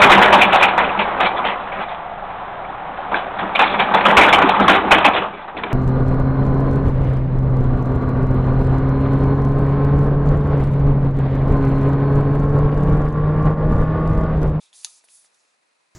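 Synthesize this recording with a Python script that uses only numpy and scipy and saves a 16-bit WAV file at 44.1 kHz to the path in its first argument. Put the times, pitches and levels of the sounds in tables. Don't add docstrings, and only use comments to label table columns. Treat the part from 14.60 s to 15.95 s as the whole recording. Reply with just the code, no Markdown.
import sys
import numpy as np
from scipy import signal
from scipy.fft import rfft, irfft
from scipy.io import wavfile
from scipy.ndimage import uniform_filter1d

SR = 44100
rng = np.random.default_rng(int(sys.argv[2]) if len(sys.argv) > 2 else 0)


def decibels_to_gain(level_db):
    exponent = np.asarray(level_db, float) / 20
    return 10 ** exponent


def wav_out(sig):
    wavfile.write(sys.argv[1], SR, np.round(np.clip(np.atleast_2d(sig).T, -1, 1) * 32767).astype(np.int16))


N = 59535

# (time [s], pressure as level [dB], sliding speed as brightness [dB], lift of the sheet [dB])
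STROKES = [(0, -59, -1, 7), (0.035, -56.5, -0.5, 0.5), (.075, -63, -2, 5.5), (0.129, -73.5, -3, 0),
           (0.129, -56, 1, 6), (.155, -49, 4.5, -7), (.24, -49, 3.5, -17), (.3, -51.5, 1.5, -8.5),
           (.385, -56, -2, -17), (0.408, -65, -6, -8), (0.469, -69, 2, 2), (0.503, -55, 6, -5.5),
           (0.551, -50, 12, -16), (0.632, -59, 10.5, -5), (0.691, -74, 6, 3), (.78, -69.5, -4, -14),
           (.92, -75, -6.5, 0), (1.02, -90, 1, 3)]
# (frequency [Hz], width [Hz], level [dB], share of brightness [ratio], share of lift [ratio])
SHEET_MODES = [(900, 680, -18, -0.55, .3), (2500, 650, -13, -0.9, 0.66), (3644, 940, -6, 0.049, 1.17),
               (4830, 2000, -6.5, -0.067, 0.25), (6740, 3800, -3, 0.085, 0.15),
               (8550, 1800, -14, 0.0014, 0), (10240, 2750, -3.5, 0.75, 0.093)]
# (frequency [Hz], density [dB per Hz])
FLOOR_SPECTRUM = [(24, -33), (200, -7), (518, -1), (1000, -0.5), (2170, -2), (2560, -2.5), (3090, -8.5),
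                  (4400, -8.5), (11000, -10.5), (14300, -15.5), (22000, -120)]
# (frequency [Hz], width [Hz], gain [dB])
DUCT_MODES = [
    (987, 270, 1),
    (2540, 200, 3.5),
    (4180, 800, 4.5),
]
# (frequency [Hz], side minus mid [dB])
FLOOR_WIDTH = [(60, 0), (110, -13), (190, -4), (350, 0.5), (630, 4), (1130, 1.5), (2040, 0), (3670, -2.5),
               (6610, -5), (11900, -11)]
# (time [s], peak level [dB], pitch [Hz], ring length [cycles])
TOUCHES = [(0.1293, -43.5, 3400, 30), (0.2339, -39.5, 2900, 6.9), (0.4398, -48, 1900, 5.5),
           (0.4867, -41.5, 2680, 8.9), (.646, -49, 1870, 4.5), (0.91, -61, 2620, 13),
           (1.012, -64, 1190, 4.3), (1.11, -56.5, 2500, 10), (1.176, -64.5, 1700, 11),
           (1.199, -71, 2500, 6.2), (1.305, -77, 1070, 8.7)]
# (time [s], frequency [Hz], level [dB], t60 [s])
KNOCKS = [
    (.14, 810, -61, 0.03),
    (.249, 764, -51, 0.027),
    (.27, 1237, -51.5, 0.034),
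    (.4408, 464, -60.5, 0.042),
    (.4408, 666, -63.5, 0.044),
    (.4408, 900, -57, 0.013),
    (.647, 776, -63.5, .05),
    (.647, 1250, -61.5, 0.034),
    (.647, 615, -72.5, 0.093),
    (1.177, 820, -70, 0.033),
]
# (time [s], peak level [dB])
CRACKS = [
    (.24682, -13),
    (.24726, -19),
    (.24792, -23),
    (.24950, -32),
]
# (frequency [Hz], level [dB], t60 [s])
CREASE_MODES = [(900, -28, 0.014), (1770, -20, 0.0065), (2600, -25, 0.0015), (3645, 0, 0.0027),
                (4880, -9.5, 0.00067), (5000, -14, 0.0015), (5740, 2.5, 0.0022), (7100, 0.5, 0.0017),
                (9740, -2.5, 0.0051), (10800, 2, 0.0015)]
# (time [s], level [dB], length [s], pitch [Hz], width as share of pitch [ratio])
BRUSHES = [
    (0.44, -53, 0.013, 10800, 0.23),
    (0.442, -65, 0.015, 5200, 0.76),
    (0.638, -59.5, 0.017, 10200, 0.33),
    (0.643, -61, 0.023, 6000, 0.99),
    (0.741, -70.5, 0.021, 10100, 0.24),
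    (0.741, -75, 0.039, 5860, 0.97),
    (0.785, -70, 0.026, 6100, 0.46),
    (.87, -74.5, 0.042, 6240, 0.59),
    (0.901, -78, .015, 5500, 0.53),
]

GRAINS_PER_S, GRAIN_SPREAD_DB = 9000, 1.5
CLUMP_DB, CLUMPS_PER_S = -0.14, 240
SHEET_LOW_CUT_HZ = 560
FLOOR_DB, FLOOR_FLICKER_DB = -69.5, 0.97
OVERTONE, OVERTONE_DB = 1.98, -8.5
CRACK_LOW_CUT_HZ = 2000
BRUSH_RISE = 0.44
NEAR_DB, NEAR_T60_S, NEAR_SIDE_DB = -8.5, 0.031, -15
ROOM_DB, ROOM_T60_S, ROOM_SIDE_DB, ROOM_DULL_HZ = -12.5, 0.15, -3, 6000
PAN_DB = -0.6
CUTOFF_HZ = 11040
SKIRT_DB, SKIRT_DB_PER_KHZ = -36, -60
HEADROOM = 1.2


def rms_one(x):
    return x / np.sqrt(np.mean(x ** 2, axis=-1, keepdims=True) + 1e-20)


def at_hz(points, hz):
    table_hz, values = np.array(points)[:, :2].T
    return np.interp(np.log(hz + 1), np.log(table_hz), values)


def drift(rate):
    settle = 4000
    pole = np.exp(-2 * np.pi * rate / SR)
    noise = rng.standard_normal(N + settle)
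    return rms_one(signal.lfilter([1], [1, -2 * pole, pole ** 2], noise)[settle:])


def click(s, db):
    out = np.zeros(N)
    out[int(s * SR)] = decibels_to_gain(db)
    return out


def ring(clicks, hz, t60):
    radius, angle = decibels_to_gain(-60 / (t60 * SR)), 2 * np.pi * hz / SR
    poles = [1, -2 * radius * np.cos(angle), radius ** 2]
    return signal.lfilter([0, np.sin(angle)], poles, clicks + 1e-18)


def band(x, hz, width_hz):
    t60 = np.log(1000) / (np.pi * width_hz)
    once = ring(np.diff(x, prepend=0), hz, t60)
    return rms_one(ring(once, hz, t60))


def grains(clump_db):
    strength_db = GRAIN_SPREAD_DB * np.minimum(rng.exponential(1, N), 5)
    sizes = decibels_to_gain(strength_db) * rng.choice([-1, 1], N)
    slips = rng.random(N) < GRAINS_PER_S / SR
    return sizes * slips * decibels_to_gain(clump_db)


def rubbing():
    s, *columns = np.transpose(STROKES)
    time = np.arange(N) / SR
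    level_db, bright_db, lift_db = [np.interp(time, s, column) for column in columns]
    clumps_db = CLUMP_DB * drift(CLUMPS_PER_S)
    out, power = 0, 0
    for hz, width_hz, db, bright_share, lift_share in SHEET_MODES:
        gain = decibels_to_gain(db + bright_share * bright_db + lift_share * lift_db)
        out = out + gain * band(grains(clumps_db), hz, width_hz)
        power = power + gain ** 2
    return decibels_to_gain(level_db) * out / np.sqrt(power)


def floor():
    hz = np.arange(N // 2 + 1) * SR / N
    db = at_hz(FLOOR_SPECTRUM, hz)
    for centre, width, gain_db in DUCT_MODES:
        db = db + gain_db * np.exp(-0.5 * ((hz - centre) / (width / 2)) ** 2)
    hiss = rng.standard_normal((2, N)) * decibels_to_gain(FLOOR_FLICKER_DB * drift(40))
    mid, side = rfft(hiss) * decibels_to_gain(db)
    mid = irfft(mid, N)
    side = irfft(side * decibels_to_gain(at_hz(FLOOR_WIDTH, hz)), N)
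    return decibels_to_gain(FLOOR_DB) * np.array([mid + side, mid - side]) / np.std(mid)


def touches():
    out = np.zeros(N)
    for s, db, hz, cycles in TOUCHES:
        hit = click(s, db)
        t60 = cycles / hz
        out += ring(hit, hz, t60) - decibels_to_gain(OVERTONE_DB) * ring(hit, hz * OVERTONE, t60)
    return out


def table():
    out = np.zeros(N)
    for s, hz, db, t60 in KNOCKS:
        tone = ring(click(s, db), hz, t60)
        out += np.diff(tone, prepend=0) * SR / (2 * np.pi * hz)
    return out


def snap():
    cracks = sum(click(s, db) for s, db in CRACKS)
    low_cut = signal.butter(2, CRACK_LOW_CUT_HZ, "high", fs=SR, output="sos")
    thin = signal.sosfilt(low_cut, cracks)
    out = np.zeros(N)
    for k, (hz, db, t60) in enumerate(CREASE_MODES):
        strike = thin if hz > CRACK_LOW_CUT_HZ else cracks
        out += (-1) ** k * decibels_to_gain(db) * ring(strike, hz, t60)
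    return out


def brush(s, db, length):
    age = np.clip((np.arange(N) / SR - s) / (length * BRUSH_RISE), 0, 60)
    return decibels_to_gain(db) * age * np.exp(1 - age)


def brushes():
    out = np.zeros(N)
    for s, db, length, hz, width in BRUSHES:
        out += brush(s, db, length) * band(grains(0), hz, hz * width)
    return out


def even(echo):
    lines = rfft(echo)
    power = uniform_filter1d(np.abs(lines) ** 2, size=120)
    return rms_one(irfft(lines / np.sqrt(power), echo.shape[-1]))


def room(x):
    t = np.arange(SR // 2) / SR
    sides = np.array([[1], [-1]])
    noise = rng.standard_normal((4, len(t))) * (t > 0.002)
    near = (noise[0] + decibels_to_gain(NEAR_SIDE_DB) * noise[1] * sides) * decibels_to_gain(-60 * t / NEAR_T60_S)
    dull = np.exp(-2 * np.pi * ROOM_DULL_HZ / SR)
    far = signal.lfilter([1], [1, -dull], noise[2] + decibels_to_gain(ROOM_SIDE_DB) * noise[3] * sides)
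    far = far * decibels_to_gain(-60 * t / ROOM_T60_S)
    echo = (decibels_to_gain(NEAR_DB) * even(near) + decibels_to_gain(ROOM_DB) * rms_one(far)) / np.sqrt(len(t))
    return signal.fftconvolve(x[None], echo, axes=1)[:, :N]


def scene():
    low_cut = signal.butter(4, SHEET_LOW_CUT_HZ, "high", fs=SR, output="sos")
    sheet = rubbing() + brushes() + snap() + touches()
    paper = signal.sosfilt(low_cut, sheet) + table()
    pan = decibels_to_gain(np.array([[PAN_DB / 2], [-PAN_DB / 2]]))
    return (paper + room(paper)) * pan + floor()


def band_limit(x):
    return signal.sosfilt(signal.butter(12, 12490, fs=SR, output="sos"), x)


def record(dry):
    hz = np.arange(N // 2 + 1) * SR / N
    keep = np.clip((CUTOFF_HZ + 60 - hz) / 120, 0, 1) ** 2
    skirt = decibels_to_gain(SKIRT_DB + SKIRT_DB_PER_KHZ * np.clip(hz - CUTOFF_HZ, 0, None) / 1000)
    limited = irfft(rfft(dry) * np.maximum(keep, skirt), N)
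    mix = HEADROOM * np.tanh(limited / HEADROOM)
    return band_limit(mix)


dry = scene()
out = record(dry)
wav_out(out)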